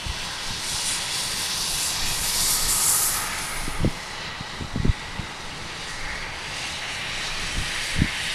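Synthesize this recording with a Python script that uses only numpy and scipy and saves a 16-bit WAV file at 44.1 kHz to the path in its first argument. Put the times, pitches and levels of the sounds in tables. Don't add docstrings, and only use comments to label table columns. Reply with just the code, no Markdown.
import sys
import numpy as np
from scipy import signal
from scipy.fft import rfft, irfft
from scipy.io import wavfile
from scipy.ndimage import uniform_filter1d, map_coordinates

SR = 44100
rng = np.random.default_rng(int(sys.argv[2]) if len(sys.argv) > 2 else 0)


def store_pcm(level_fs):
    pcm = np.round(np.clip(level_fs, -1, 1) * 32767).astype(np.int16)
    wavfile.write(sys.argv[1], SR, np.atleast_2d(pcm).T)


N = 367794
TIME = np.arange(N) / SR
FREQS = np.maximum(np.fft.rfftfreq(N, 1 / SR), 1)

# (t/s, hiss level/dB, sizzle level/dB, top fizz level/dB)
INTAKE_BEAM = [(0.0, -39.5, -47.5, -62), (0.2, -36.5, -45, -60.5), (0.6, -35, -43.5, -56),
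               (0.85, -31, -39, -51), (1.1, -32.5, -38, -53), (1.6, -30, -38.5, -47),
               (2.2, -28.5, -30, -41), (2.75, -30.5, -25, -36.5), (2.9, -30.5, -20.5, -32),
               (3.06, -31, -25, -30), (3.3, -37, -36.5, -46), (3.65, -39, -41, -49),
               (3.95, -43, -48.5, -59), (4.3, -42, -53.5, -74), (4.65, -43, -53, -76),
               (5.1, -42.5, -50.5, -75), (6.1, -41.5, -49, -70), (7.1, -38, -44.5, -62),
               (7.7, -35.5, -41, -58), (8.34, -37.5, -39, -56)]
LEAN_DB, LEAN_FOLLOWS = 0.33, 0.12


def intake(air, scintillation_db, twinkle_db):
    hiss_db, sizzle_db, fizz_db = in_time(INTAKE_BEAM)
    flutter_db = scintillation_db * drift(34) + twinkle_db * drift(3.1)

    lean = from_db(LEAN_DB + LEAN_FOLLOWS * (sizzle_db - sizzle_db.mean()))
    dull = register(air, 3440, 4360)
    bright = register(air, 4690, 7030)
    hiss = (dull / lean + bright * lean) / np.sqrt(lean ** 2 + lean ** -2)

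    hiss = wavering(hiss, hiss_db + 0.27 * flutter_db, flutter_db=0.85)
    sizzle = wavering(register(air, 6540, 10870), sizzle_db + flutter_db, flutter_db=0.22)
    fizz = wavering(register(air, 11500, 17000), fizz_db + flutter_db, flutter_db=1.0)
    return hiss + sizzle + fizz


# (t/s, low moan level/dB, whine level/dB, blade rasp level/dB)
FAN_REGISTERS = [(0.0, -41.5, -43, -38), (0.25, -40, -41, -39.5), (1.16, -40, -38.5, -40),
                 (1.62, -40.5, -40.5, -39), (2.14, -39, -39.5, -39.5), (2.95, -37.5, -38, -40),
                 (3.41, -38.5, -37, -41), (3.85, -39, -42.5, -46.5), (4.23, -40.5, -40, -41.5),
                 (4.7, -42, -46, -47), (4.98, -41.5, -43, -45.5), (5.6, -41.5, -44.3, -45.5),
                 (6.1, -41.5, -36, -44), (6.74, -41, -39, -38), (6.85, -40.5, -35.5, -37),
                 (8.2, -41, -34.5, -34.6), (8.34, -42, -32, -34)]
ROAR_DB, ROAR_FOLLOWS = -45.5, 1


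def fan_and_exhaust(air):
    moan_db, whine_db, rasp_db = in_time(FAN_REGISTERS)
    roar_db = ROAR_DB + ROAR_FOLLOWS * (moan_db - moan_db.mean())
    roar = wavering(register(air, 93, 734), roar_db, flutter_db=0.2)
    moan = wavering(register(air, 723, 1500), moan_db, flutter_db=0.55)
    whine = wavering(register(air, 1483, 2240), whine_db, flutter_db=1.0)
    rasp = wavering(register(air, 2364, 3256), rasp_db, flutter_db=0.95)
    return roar + moan + whine + rasp


# (f/Hz, relative level/dB per Hz)
ENGINE_TILT = [(120, -1), (260, -4.5), (550, -0.5), (750, 0.5), (900, 4), (1400, 1), (1950, 6.5),
               (3100, 6.5), (4500, 5.5), (6500, -3), (9500, 0.5), (11000, -2), (14150, -15), (14400, -33)]


def engine_noise():
    air = both_engines(handover_s=4.06, handover_length_s=0.65)
    return coloured(through_lobes(air), ENGINE_TILT)


# (f/Hz, width/Hz, level/dB)
FIRST_DUCT = [(1200, 40, -1.5), (1257, 50, 3), (1600, 69, 1.5), (1760, 120, -1), (2840, 90, 2.5),
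              (3360, 120, 3), (4360, 130, 3.5), (4770, 200, 2), (5470, 120, 2), (6930, 140, -4),
              (7160, 110, 2), (8100, 170, 4), (10750, 150, 0.5), (11900, 150, 2), (13000, 870, 1.5)]
SECOND_DUCT = [(835, 95, 4.5), (1255, 29, 1.5), (1480, 240, -0.5), (1606, 67, 1.5), (1907, 79, 5.5),
               (2200, 95, 0), (2640, 52, 3), (2886, 61, 4.5), (3670, 200, 3), (4040, 190, 1.5),
               (4480, 150, 5), (5300, 130, -3.5), (7000, 150, -4), (7300, 130, 1.5), (7460, 100, -7),
               (9940, 620, -0.5)]
# (delay/s, signed gain)
FIRST_ECHOES = [(.0011, 0.01), (.001889, -0.025)]
SECOND_ECHOES = [(.001128, -0.11), (.001788, 0.092)]


def both_engines(handover_s, handover_length_s):
    first = engine_air(FIRST_DUCT, FIRST_ECHOES, middle_s=1.6, sink_per_s=.007)
    second = engine_air(SECOND_DUCT, SECOND_ECHOES, middle_s=6.8, sink_per_s=.007)
    share = .5 + .5 * np.tanh((TIME - handover_s) / handover_length_s)
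    return np.sqrt(1 - share) * first + np.sqrt(share) * second


SCATTER_S, SCATTER_SHARE = .009, .18


def engine_air(modes, echoes, middle_s, sink_per_s):
    shape_db = sum(db * np.exp(-2 * ((FREQS - hz) / width) ** 2) for hz, width, db in modes)
    comb = 1 + sum(gain * np.exp(-2j * np.pi * FREQS * delay) for delay, gain in echoes)

    swell = (TIME / SCATTER_S) * np.exp(-np.minimum(2 * TIME / SCATTER_S, 20))
    scatter = rng.standard_normal(N) * swell
    scatter = scatter / np.linalg.norm(scatter)
    comb = comb + SCATTER_SHARE * rfft(scatter) * np.minimum(FREQS / 3000, 1)

    fine = irfft(rfft(rng.standard_normal(N)) * from_db(shape_db) * comb, 2 * N)
    doppler = 1 - sink_per_s * (TIME - middle_s)
    return rms_one(map_coordinates(fine, [2 * np.cumsum(doppler)], order=3, mode="wrap"))


# (t/s, centre f/Hz, lift level/dB)
FIRST_ROAR = [(1.0, 440, 1), (1.8, 410, 2.5), (2.5, 370, 3.2), (3.0, 360, 1.5)]
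FIRST_MOAN = [(.3, 950, 1.7), (.8, 960, 2.5), (1.6, 990, 1), (2.2, 930, 0.91), (2.7, 900, 3.3),
              (3.2, 850, 2.1), (3.7, 825, 1.7)]
FIRST_HOWL = [(2.3, 1220, -1), (2.65, 1250, 4), (2.9, 1260, 5.5), (3.15, 1280, 5.5), (3.4, 1320, 4),
              (3.7, 1240, 2)]
FIRST_SWEEP = [(1.6, 2600, -2.5), (2.1, 2360, 7.5), (2.6, 2250, 2), (2.9, 1800, -1.5), (3.2, 1710, 4),
               (3.4, 1640, 6.5), (3.75, 1560, 1)]
FIRST_HISS = [(.7, 4200, 1), (1.3, 4270, 0.5), (2.2, 4700, -2.5), (2.38, 4800, 2), (3.0, 4430, -2)]
FIRST_WHISTLE = [(0, 9050, 1), (1.0, 9150, 3), (1.6, 9800, 5.6), (2.1, 11100, 6.4), (2.4, 11700, 3.3),
                 (3.1, 11000, 1), (3.65, 9960, 8), (4.0, 9900, 1.5)]
SECOND_WHINE = [(3.2, 2200, 1), (3.55, 2190, 6), (3.9, 2050, 3.5), (4.3, 2010, 4), (4.7, 1940, 3.5),
                (4.97, 1970, 6), (5.2, 2030, 4), (5.5, 1900, 2), (5.9, 1930, 0), (6.15, 2200, 2),
                (6.7, 2800, 2), (7.1, 2590, 3.5), (8.3, 2400, 0)]
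SECOND_WHISTLE = [(3.9, 4140, -2), (4.25, 3850, 3), (4.55, 3930, 1), (4.9, 3550, 3), (5.5, 3800, 1),
                  (5.85, 4150, -3), (6.3, 4650, 4), (6.55, 4850, 3.5), (6.9, 4900, -4)]


def through_lobes(air):
    hz, s, frames = signal.stft(air, SR, nperseg=2048)
    lift_db = lobe(FIRST_ROAR, hz, s, width=0.29, gap=.4)
    lift_db += lobe(FIRST_MOAN, hz, s, width=0.12, gap=0.36)
    lift_db += lobe(FIRST_HOWL, hz, s, width=0.12, gap=0.69)
    lift_db += lobe(FIRST_SWEEP, hz, s, width=0.068, gap=0.47)
    lift_db += lobe(FIRST_HISS, hz, s, width=0.22, gap=0.21)
    lift_db += lobe(FIRST_WHISTLE, hz, s, width=0.092, gap=0.28)
    lift_db += lobe(SECOND_WHINE, hz, s, width=0.058, gap=0.3)
    lift_db += lobe(SECOND_WHISTLE, hz, s, width=0.085, gap=0.67)
    lift_db += surges(hz, s) + shimmer(frames.shape, depth_db=1.3)
    return signal.istft(frames * from_db(lift_db), SR)[1][:N]


LOBE_FADE_S = .16
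LOBE_WANDER = 0.015


def lobe(path, hz, s, width, gap):
    times, centres, lifts = np.transpose(path)
    wander = 1 + LOBE_WANDER * np.interp(s, TIME, drift(5))
    centre = np.interp(s, times, centres) * wander
    present = np.exp(-((s - np.clip(s, times[0], times[-1])) / LOBE_FADE_S) ** 2)
    off = (hz[:, None] / centre - 1) / width
    profile = (1 - gap * off ** 2) * np.exp(-.5 * off ** 2)
    return present * np.interp(s, times, lifts) * profile


# (t/s, level/dB, half length/s, centre f/Hz)
AIR_SURGES = [(.55, -1.5, .045, 9000), (0.696, 6, 0.045, 9500), (0.907, 11, 0.078, 9500),
              (0.922, 3, 0.11, 2800), (1.18, 2.5, .04, 4600), (1.35, 0.5, 0.056, 4600),
              (1.422, 3.5, 0.027, 12000), (1.617, 0, .035, 10000), (1.85, 5.5, 0.056, 8000),
              (2, -6.5, 0.065, 11000), (2.06, 2, 0.016, 2700), (2.213, -2, 0.025, 4000),
              (2.338, -2.5, .025, 9000), (2.482, 2.5, 0.053, 6750), (2.508, 2.5, 0.036, 13000),
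              (2.668, -5.5, 0.013, 9100), (2.718, 3.5, 0.024, 9100), (2.85, 0.5, .04, 9500),
              (3, -2.5, 0.023, 10000), (3.062, 2, 0.022, 9000), (3.174, 2.5, 0.027, 1100),
              (3.36, 0, 0.042, 1700), (3.408, 3.5, 0.027, 6000), (3.54, -2, 0.043, 8000),
              (3.74, 1, 0.068, 10500), (4.102, 5, .07, 7000), (4.247, 3.5, 0.04, 4500),
              (4.515, 2, .05, 4500), (4.72, -2.5, 0.092, 4500), (4.98, 1, .06, 2000), (5.837, 4, .05, 4000),
              (5.92, 5.5, 0.04, 8000), (6.19, 0, .12, 2000), (6.3, -1.8, 0.055, 4000),
              (6.596, 4, 0.1, 8000), (6.6, 1, 0.093, 4200), (6.93, 3, 0.023, 8000),
              (7.056, -4.5, .045, 8000), (7.24, 1, 0.044, 4200), (7.505, 3, 0.052, 8200),
              (7.6, -2, 0.072, 2900), (7.68, 2, 0.037, 5330), (8.06, -2.5, .06, 5500),
              (8.247, 1.5, 0.033, 11000), (8.33, 4.5, 0.043, 4200)]
SURGE_OCTAVES = 0.46


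def surges(hz, s):
    octave = np.log2(np.maximum(hz, 1))[:, None]
    lift_db = 0
    for at, db, length, centre in AIR_SURGES:
        in_pitch = bump(octave, np.log2(centre), SURGE_OCTAVES)
        lift_db = lift_db + db * in_pitch * bump(s, at, length)
    return lift_db


def shimmer(shape, depth_db):
    field = rng.standard_normal(shape)
    for _ in range(2):
        field = uniform_filter1d(field, size=7, axis=0)
        field = uniform_filter1d(field, size=18, axis=1)
    return depth_db * rms_one(field) * np.linspace(.5, 2, shape[0])[:, None]


def wavering(sound, level_db, flutter_db):
    return sound * from_db(level_db + flutter_db * drift(4.5))


# (t/s, peak level/dB, pitch f/Hz)
MIC_EDDIES = [(.067, -23, 80), (0.099, -21.5, 70), (.508, -24.5, 130), (0.746, -30, 84), (2.436, -28, 137),
              (2.681, -29, 60), (3.681, -21, 216), (3.817, -27, 120), (3.837, -16.5, 100),
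              (3.848, -11, 342), (3.854, -12, 230), (3.863, -16, 141), (3.878, -15, 175),
              (4.411, -23.5, 147), (4.611, -22.5, 245), (4.624, -21.5, 160), (4.649, -26, 110),
              (4.759, -22, 340), (4.763, -18, 160), (4.778, -24, 110), (4.802, -16.5, 100),
              (4.834, -23, 130), (4.85, -17.5, 270), (4.855, -12, 189), (4.863, -24, 170),
              (4.882, -16, 164), (4.897, -10.5, 76.5), (5.197, -20.5, 117), (7.573, -30, 200),
              (7.584, -21, 58), (7.615, -29, 70), (7.965, -26, 140), (7.99, -18, 105), (8.001, -23, 70),
              (8.021, -8, 161), (8.047, -19, 170)]
WAKE_S, WAKE_LOSS_DB = 0.01076, 16
BODY_DB, BODY_PITCH_SHARE = -18, 0.46


def thumps():
    out = np.zeros(N)
    chances = rng.uniform(.6, 1.4, (len(MIC_EDDIES), 2, 2))
    for (s, db, hz), chance in zip(MIC_EDDIES, chances):
        slaps = [(s, db, hz), (s, db + BODY_DB, hz * BODY_PITCH_SHARE)]
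        for k, (late, size) in enumerate(chance, 1):
            slaps.append((s + k * WAKE_S * late, db - k * WAKE_LOSS_DB, hz * size))
        for at, peak_db, pitch in slaps:
            near = np.abs(TIME - at) < 2 / pitch
            passage = 2 * np.pi * pitch * (TIME[near] - at)
            slap = np.sin(passage) * np.exp(-.5 * (passage / 1.6) ** 2)
            out[near] += from_db(peak_db) * slap / slap.max()
    return out


# (t/s, level/dB, half length/s)
MIC_GUSTS = [(0.1, -40, 0.024), (.5, -43, 0.026), (0.737, -41.5, .035), (1.615, -42, 0.022),
             (1.74, -41, .025), (2.05, -35, 0.053), (2.223, -38, 0.053), (2.426, -36, 0.047),
             (2.554, -44, 0.028), (2.68, -36, 0.048), (3.65, -38, 0.16), (3.848, -28, 0.035),
             (4.624, -40, 0.05), (4.772, -31.5, 0.031), (4.876, -31.5, 0.022), (5.21, -42, 0.033),
             (5.478, -44, 0.037), (5.634, -43, 0.034), (6.12, -42, 0.095), (7.21, -49, 0.023),
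             (7.45, -40, 0.07), (7.593, -34.5, 0.037), (8.014, -29.5, 0.045)]
# (f/Hz, relative level/dB per Hz)
SWAY_SPECTRUM = [(6, -3), (11, 2), (17, 4.5), (24, 3), (38, -14), (52, -4), (75, -37), (150, -51)]
RUMBLE_SPECTRUM = [(35, -32), (65, 1.5), (95, 1.5), (120, -1.5), (160, 2), (230, -7.5), (330, -9),
                   (600, -23)]
SWAY_DB, RUMBLE_DB = -43.5, -44
GUST_SWAY_DB = 6.5
GUST_LENGTH_S, LONG_GUST_LOSS_DB = 0.022, 2


def wind(lumpy_db):
    push = churn = 0
    for s, db, length in MIC_GUSTS:
        swell = bump(TIME, s, length)
        churn_db = db - LONG_GUST_LOSS_DB * np.log2(length / GUST_LENGTH_S)
        push = push + from_db(db + GUST_SWAY_DB) * swell
        churn = churn + from_db(churn_db) * swell

    sway = np.hypot(from_db(SWAY_DB + lumpy_db * drift(3.3)), push)
    rumble = np.hypot(from_db(RUMBLE_DB + 0.61 * lumpy_db * drift(6.3)), churn)
    swaying = sway * coloured(rng.standard_normal(N), SWAY_SPECTRUM)
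    rumbling = rumble * coloured(rng.standard_normal(N), RUMBLE_SPECTRUM)
    return swaying + rumbling


# (f/Hz, relative level/dB per Hz)
WASH_SPECTRUM = [(3000, 4), (9000, -4), (12000, -9), (14100, -9), (14400, -24)]


def apron_wash(level_db):
    return from_db(level_db) * coloured(rng.standard_normal(N), WASH_SPECTRUM)


def from_db(db):
    return 10 ** (np.asarray(db) / 20)


def rms_one(x):
    return x / np.sqrt(np.mean(x ** 2) + 1e-20)


def in_time(rows):
    s, *columns = np.transpose(rows)
    return [np.interp(TIME, s, c) for c in columns]


def bump(x, middle, half_length):
    return np.exp(-.5 * ((x - middle) / half_length) ** 2)


def drift(rate):
    return rms_one(irfft(rfft(rng.standard_normal(N)) / (1 + (FREQS / rate) ** 2), N))


def coloured(noise, spectrum):
    hz, db = np.transpose(spectrum)
    octaves_outside = np.abs(np.log2(FREQS / np.clip(FREQS, hz[0], hz[-1])))
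    shape_db = np.interp(np.log(FREQS), np.log(hz), db) - 40 * octaves_outside
    return rms_one(irfft(rfft(noise) * from_db(shape_db), N))


def register(air, low_hz, high_hz):
    steepness = 16
    low_edge = 1 + (low_hz / FREQS) ** steepness
    high_edge = 1 + (FREQS / high_hz) ** steepness
    return rms_one(irfft(rfft(air) / low_edge / high_edge, N))


def scene():
    air = engine_noise()
    engines = intake(air, scintillation_db=0.78, twinkle_db=1.46) + fan_and_exhaust(air)
    mono = engines + thumps() + wind(lumpy_db=2.5) + apron_wash(level_db=-57.5)
    return np.array([mono, mono])


CUTOFF_HZ = 15000


def record(dry):
    low_pass = signal.ellip(10, .1, 90, CUTOFF_HZ, fs=SR, output="sos")
    return signal.sosfilt(low_pass, dry)


dry = scene()
out = record(dry)
store_pcm(out)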